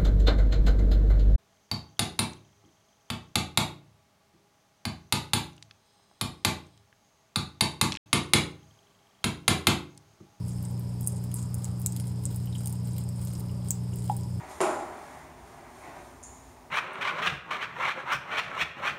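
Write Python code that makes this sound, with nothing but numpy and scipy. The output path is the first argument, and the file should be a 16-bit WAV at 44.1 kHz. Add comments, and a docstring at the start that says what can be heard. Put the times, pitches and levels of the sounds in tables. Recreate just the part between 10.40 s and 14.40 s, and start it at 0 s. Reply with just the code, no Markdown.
"""Wet licks, close up: a cat laps from a thin stream at a bathroom tap.
Each lick is a patch of tiny bubbles and tongue crackle, with sharp clicks as water films snap.
A few larger bubbles plink; near the end an air pocket opens with one hollow plop.
Basin and walls throw the clicks back, over trickling water, a faint rush, motor hum and hiss."""
import sys
import numpy as np
from scipy import signal
from scipy.fft import rfft, irfft
from scipy.io import wavfile

SR = 44100
rng = np.random.default_rng(int(sys.argv[2]) if len(sys.argv) > 2 else 0)


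def waveform_to_disk(signal):
    """Save audio, clipped to [-1, 1], as 16-bit WAV at the path in sys.argv[1]."""
    frames = np.transpose(np.atleast_2d(signal))
    scaled = np.clip(frames, -1, 1) * 32767
    samples = np.round(scaled).astype(np.int16)
    wavfile.write(sys.argv[1], SR, samples)


N = 176400

# tongue strokes (start [s], length [s], bubble level [dB], crackle level [dB])
LICK_STROKES = [(0.054,0.25,-57.5,-63),(0.599,0.18,-53,-72),(0.925,0.13,-50,-61.5),(1.163,0.15,-56.5,-57.5),(1.351,0.091,-59,-63),(1.529,0.19,-60,-60),(1.797,0.26,-61.5,-58.5),(2.137,.22,-57.5,-59),(2.434,0.2,-56.5,-60.5),(2.743,0.29,-59,-57.5),(3.219,0.13,-70,-56),(3.516,0.29,-58.5,-59)]
LICK_RISE_S, LICK_FALL_S, LICK_FLOOR_DB = .015, .08, -67.5
BUBBLES_PER_S, BUBBLE_HZ, BUBBLE_LOG_SPREAD = 750, 8390, .12
BUBBLE_RISE_S, GLIDE_PER_S = .0001, 6.7
# tongue crackle spectrum (frequency [Hz], level [dB])
CRACKLE_SPECTRUM = [(500,2.5),(1500,-9),(2800,-6),(4500,-0.5),(6000,-12.5),(8500,2.5),(11500,-10),(14000,-1.5),(16000,-8)]
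CRACKLES_PER_S, CRACKLE_DECAY_S = 260, .0011

# wet clicks (time [s], bubble and snap level [dB], bubble pitch [Hz], smack level [dB], tick level [dB])
WET_CLICKS = [(0.0817, -37, 8000, -57, -51), (0.2268, -42, 8700, -60, -46.5), (0.2514, -33, 8500, -53, -57),
              (0.3105, -45, 9000, -64, -50), (0.3949, -39, 11400, -66, -51), (0.61, -32, 11900, -64, -42),
              (0.63, -30, 8060, -62, -56), (0.665, -33, 10200, -58, -42), (0.6729, -7.5, 9800, -66, -30),
              (0.7666, -38, 9300, -55, -64), (0.839, -31.5, 8250, -59, -44), (0.9148, -38, 9600, -47, -50),
              (0.9415, -21, 10600, -61, -44), (0.9566, -27, 8240, -57, -61),
              (1.0263, -30.5, 7800, -60, -56), (1.1428, -20, 9230, -65, -38),
              (1.2439, -19.5, 8000, -51, -47), (1.3982, -44, 8780, -63, -45), (1.4164, -35, 9400, -56, -43),
              (1.4611, -10, 8250, -41, -29.5), (1.5221, -28, 8500, -56, -48),
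              (1.5636, -27.5, 11200, -40, -44), (1.5987, -27, 9460, -41.5, -53),
              (1.6706, -31.5, 9400, -53, -50), (1.8382, -34, 9800, -53, -51), (1.8538, -18, 7950, -46, -45),
              (1.945, -35, 8060, -51, -50), (1.9603, -30, 10000, -58, -38), (2.0578, -54, 7850, -56, -48),
              (2.1829, -32.5, 7900, -63, -61), (2.2582, -24.5, 8700, -45, -38),
              (2.272, -24, 9430, -42, -39), (2.295, -31, 8840, -52, -44), (2.326, -28.5, 9060, -61, -43),
              (2.582, -29.5, 8070, -46, -42), (2.6375, -33, 9000, -64, -58), (2.6888, -32, 8140, -52, -49),
              (2.814, -37, 9700, -57, -55), (2.8496, -30, 10500, -56, -42), (2.8722, -33, 8880, -45, -52),
              (2.9348, -32, 8630, -53, -58), (2.9518, -41, 8760, -46, -58), (2.9787, -35, 8700, -58, -56),
              (2.9968, -35, 9250, -61, -43), (3.0008, -39, 9150, -55, -66), (3.2856, -26, 8530, -53, -52),
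              (3.306, -6.5, 7900, -38.5, -26.5), (3.5582, -36, 9840, -63, -46),
              (3.5867, -34, 7760, -60, -67), (3.6557, -28, 8230, -56, -56),
              (3.7661, -29.5, 9700, -58, -36.5), (3.81, -37, 8510, -66, -62), (3.8334, -35, 7800, -50, -60)]
CLICK_TRIM_DB, SMACK_TRIM_DB, TICK_TRIM_DB, SNAP_GAIN = -1.5, 6, 11.5, .47
# film snap spectrum (frequency [Hz], level [dB])
SNAP_SPECTRUM = [(500,-72),(3500,-47),(4800,-15),(5700,-14),(6700,-3),(8500,8.5),(10500,-1),(12500,-10),(16000,-22)]
# tongue smack spectrum (frequency [Hz], level [dB])
SMACK_SPECTRUM = [(300,-24),(1200,-9.5),(2800,-2.5),(5000,2),(7000,3),(16000,-15)]
# high tick spectrum (frequency [Hz], level [dB])
TICK_SPECTRUM = [(500,-72),(4500,-54),(7500,-29),(10000,-9.5),(11500,-2),(14000,-5),(16000,-1.5)]
# larger bubbles (time [s], level [dB], pitch [Hz])
PLINK_BUBBLES = [(2.0725, -42, 3000), (2.1276, -38.5, 3700), (2.152, -34, 3100), (3.0949, -44, 2840),
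                 (3.2206, -50, 3380), (3.5313, -44, 2800)]
PLINK_TRIM_DB = -3

# air pocket modes (frequency [Hz], level [dB], T60 [s])
POCKET_MODES = [(798,-5.5,0.11),(840,4.5,0.059),(888,-8,0.022),(950,-13.5,0.12)]
# air pocket opening tick spectrum (frequency [Hz], level [dB])
POCKET_TICK_SPECTRUM = [(500,-15),(1450,-2),(2100,-17),(2900,-8),(4000,-20),(16000,-45)]
PLOP_AT_S, PLOP_RISE_S, PLOP_GAIN_DB, PLOP_TICK_DB = 3.697, .0034, -18.5, -40.5

# reflections off tap, basin and wall (delay [s], gain [ratio])
NEAR_ECHOES = [(.0006,0.15),(.0011,-0.55),(.0021,0.21),(.0026,-0.28),(.0042,0.26),(.0076,0.35),(.0088,-0.26)]
# room decay (frequency [Hz], T60 [s])
ROOM_DECAY = [(200,0.41),(1000,0.56),(7000,0.22),(10000,0.12),(16000,0.16)]
ROOM_BUILD_S, MOUTH_SEND_DB, PLOP_SEND_DB = .0065, -9.5, -24

# basin resonances under the stream (frequency [Hz], bandwidth [Hz], rms level [dB])
BASIN_MODES = [(313,29,-61.5),(406,33,-61),(564,30,-63),(851,82,-64.5),(970,29,-66.5)]
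DROPS_PER_S, SURGE_DB, SURGE_HZ = 250, 4.5, 7
# hollow rush envelope (time [s], rms level [dB])
RUSH_ENVELOPE = [(0,-79),(.8,-78),(0.999,-64.5),(1.351,-63),(1.65,-78),(2.701,-76),(2.9,-66),(3.3,-66),(3.601,-85),(4,-78)]
RUSH_HZ, RUSH_DAMPING_PER_S = 1172, 904.8
# mains and motor tones (frequency [Hz], level [dB])
HUM_TONES = [(60,-55),(86.4,-45),(93.6,-44),(120,-33),(146.4,-51),(153.6,-48),(180,-39),(240,-55),(247,-60),(420,-65),(480,-68),(598,-69)]
HUM_TRIM_DB, WAVER_DEPTH, WAVER_HZ = -.5, .086, 2.61
# steady air and hiss spectrum (frequency [Hz], relative density [dB])
AIR_SPECTRUM = [(20,-14),(45,-16),(65,8),(90,8),(130,6),(200,-5),(270,-3.5),(340,-8.5),(430,-12),(560,-16),(720,-15.5),(860,-16.5),(980,-17),(1120,-22.5),(1800,-28),(3000,-30.5),(4200,-32),(4700,-24),(5150,-18),(5800,-33.5),(7000,-32.5),(8400,-26),(11000,-33),(15000,-37.5),(16500,-72)]
AIR_RMS_DB, BAND_LIMIT_HZ = -43.5, 15700


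def licks():
    """Each stroke stirs up tiny bubbles and the crackle of a wet tongue."""
    t = np.arange(N) / SR
    bubble_env, crackle_env = np.zeros((2, N)) + amp(LICK_FLOOR_DB)
    for start_s, length_s, bubble_db, crackle_db in LICK_STROKES:
        stroke = np.clip((t - start_s) / LICK_RISE_S, 0, 1)
        stroke *= np.clip((start_s + length_s - t) / LICK_FALL_S + .5, 0, 1)
        bubble_env = np.maximum(bubble_env, stroke * amp(bubble_db))
        crackle_env = np.maximum(crackle_env, stroke * amp(crackle_db))
    pitches_hz = BUBBLE_HZ * np.exp(BUBBLE_LOG_SPREAD * rng.standard_normal(60))
    bubbles = np.zeros(N)
    for hz in np.minimum(pitches_hz, BAND_LIMIT_HZ):
        births = impulses(BUBBLES_PER_S / len(pitches_hz), spread_db=7)
        bubbles += signal.oaconvolve(births, bubble(hz, ring_s=.0004))[:N]
    pole = np.exp(-1 / (CRACKLE_DECAY_S * SR))
    bursts = signal.lfilter([1], [1, -pole], impulses(CRACKLES_PER_S, spread_db=5.5))
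    crackle = bursts * noise(CRACKLE_SPECTRUM)
    return bubble_env * unit_rms(keep_treble(bubbles)) + crackle_env * unit_rms(crackle)


def clicks():
    """A water film snaps with a high tick, the bubble under it rings, the tongue smacks."""
    out = np.zeros(N)
    for at_s, db, hz, smack_db, tick_db in WET_CLICKS:
        gain = amp(db + CLICK_TRIM_DB)
        add(out, at_s + .0005, gain * keep_treble(bubble(hz, ring_s=.00032)))
        snap = gain * SNAP_GAIN * burst(SNAP_SPECTRUM, decay_s=.00056)
        smack = amp(smack_db + SMACK_TRIM_DB) * burst(SMACK_SPECTRUM, decay_s=.00076)
        tick = amp(tick_db + TICK_TRIM_DB) * burst(TICK_SPECTRUM, decay_s=.00045)
        add(out, at_s - .0008, snap + smack + tick)
    return out


def plinks():
    """Larger bubbles ring lower and a little longer."""
    out = np.zeros(N)
    for at_s, db, hz in PLINK_BUBBLES:
        add(out, at_s, amp(db + PLINK_TRIM_DB) * bubble(hz, ring_s=.0011, rise_s=.0004))
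    return out


def plop():
    """One large air pocket opens with a faint tick and rings low and hollow."""
    out, t = np.zeros(N), np.arange(SR // 5) / SR
    ring = sum(amp(db - 60 * t / t60_s) * np.sin(2 * np.pi * hz * t) for hz, db, t60_s in POCKET_MODES)
    ring *= np.minimum(t / PLOP_RISE_S, 1)
    add(out, PLOP_AT_S, amp(PLOP_GAIN_DB) * highpass(ring, order=2, cut_hz=630))
    add(out, PLOP_AT_S - .001, amp(PLOP_TICK_DB) * burst(POCKET_TICK_SPECTRUM, decay_s=.003))
    return out


def bubble(hz, ring_s, rise_s=BUBBLE_RISE_S):
    """Damped sine; pitch climbs as the bubble surfaces."""
    t = np.arange(1024) / SR
    pitch_hz = hz * (1 + GLIDE_PER_S * np.minimum(t, 2 * ring_s))
    env = (1 - np.exp(-(t / rise_s) ** 2)) * np.exp(-t / ring_s)
    return env / env.max() * np.sin(2 * np.pi * np.cumsum(pitch_hz) / SR)


def keep_treble(x):
    """Steep high-pass near 6 kHz keeps the tiny bubbles thin and bright."""
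    return highpass(x, order=6, cut_hz=6100)


def burst(spectrum, decay_s):
    """Short coloured crack, onset 1.5 ms in; decay time sets its energy."""
    env = np.exp(-np.arange(1024) / SR / decay_s)
    crack = np.roll(env * rng.choice([-1, 1], len(env)), 64)
    crack = colour(crack, spectrum) * signal.windows.tukey(len(env), .1)
    return crack * np.linalg.norm(env) / np.linalg.norm(crack)


def near_echoes(x):
    """Direct sound plus first reflections off hard surfaces nearby."""
    out = x.copy()
    for delay_s, gain in NEAR_ECHOES:
        add(out, delay_s, gain * x)
    return out


def room(x):
    """Short tail of a small tiled room; treble dies first."""
    hz, t, frames = signal.stft(rng.standard_normal(SR // 2), SR, nperseg=256)
    frames *= amp(-60 * t / log_interp(ROOM_DECAY, hz)[:, None])
    tail = signal.istft(frames, SR, nperseg=256)[1]
    tail *= np.minimum(np.arange(len(tail)) / SR / ROOM_BUILD_S, 1)
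    return signal.fftconvolve(x, tail / np.linalg.norm(tail))[:N]


def trickle():
    """The stream lands in uneven surges and rings the hollow of the basin."""
    out, t = np.zeros(N), np.arange(SR // 10) / SR
    for hz, width_hz, db in BASIN_MODES:
        ring = (1 - np.exp(-t * hz)) * np.exp(-np.pi * width_hz * t) * np.sin(2 * np.pi * hz * t)
        drops = impulses(DROPS_PER_S, spread_db=4) * rng.choice([-1, 1], N)
        drops *= amp(SURGE_DB * wander(SURGE_HZ))
        out += amp(db) * unit_rms(signal.oaconvolve(drops, ring)[:N])
    return out


def rush():
    """Faint hollow noise band; swells and fades."""
    t = np.arange(SR // 20) / SR
    ring = t * np.exp(-RUSH_DAMPING_PER_S * t) * np.sin(2 * np.pi * RUSH_HZ * t)
    env = amp(np.interp(np.arange(N) / SR, *np.transpose(RUSH_ENVELOPE)))
    return env * unit_rms(signal.oaconvolve(rng.standard_normal(N), ring)[:N])


def hum():
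    """Mains harmonics and motor tones, beating and wavering slightly."""
    out, t = np.zeros(N), np.arange(N) / SR
    for hz, db in HUM_TONES:
        waver = 1 + WAVER_DEPTH * wander(WAVER_HZ)
        tone = np.sqrt(2) * np.sin(2 * np.pi * (hz * t + rng.random()))
        out += amp(db + HUM_TRIM_DB) * waver * tone
    return out


def air():
    """Steady low air noise and hiss."""
    return amp(AIR_RMS_DB) * noise(AIR_SPECTRUM)


def impulses(per_s, spread_db):
    """Random impulses of uneven strength."""
    hits = rng.random(N) < per_s / SR
    return hits * amp(spread_db * np.minimum(rng.exponential(1, N), np.pi))


def wander(rate_hz):
    """Slow random drift."""
    return np.interp(np.arange(N) / SR * rate_hz, np.arange(128), rng.standard_normal(128))


def noise(spectrum):
    """Coloured noise, rms 1."""
    return unit_rms(colour(rng.standard_normal(N), spectrum))


def colour(x, spectrum):
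    """Zero-phase filter from a spectrum table."""
    hz = np.fft.rfftfreq(len(x), 1 / SR)
    return irfft(rfft(x) * amp(log_interp(spectrum, hz)), len(x))


def highpass(x, order, cut_hz):
    """Maximally flat high-pass."""
    return signal.sosfilt(signal.butter(order, cut_hz, "high", fs=SR, output="sos"), x)


def log_interp(table, hz):
    """Table lookup on a log-frequency axis."""
    knots_hz, values = np.transpose(table)
    return np.interp(np.log(hz + 1), np.log(knots_hz + 1), values)


def add(mix, at_s, sound):
    """Mixes a sound in, in place."""
    part = mix[max(round(at_s * SR), 0):][:len(sound)]
    part += sound[:len(part)]


def amp(db):
    """Decibels to gain."""
    return 10 ** (np.asarray(db) / 20)


def unit_rms(x):
    """Scales to rms 1."""
    return x / np.sqrt(np.mean(x ** 2) + 1e-20)


def scene():
    """Lapping and plop in the bathroom, over the background; mono."""
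    mouth = licks() + clicks() + plinks()
    pocket = plop()
    reverb = room(amp(MOUTH_SEND_DB) * mouth + amp(PLOP_SEND_DB) * pocket)
    return (near_echoes(mouth) + pocket + reverb + trickle() + rush() + hum() + air())[None]


def record(dry):
    """Linear-phase low-pass at the band limit."""
    lowpass = signal.firwin(255, BAND_LIMIT_HZ, window=("kaiser", 8), fs=SR)
    return signal.oaconvolve(dry, lowpass[None], "same")


dry = scene()
out = record(dry)
waveform_to_disk(out)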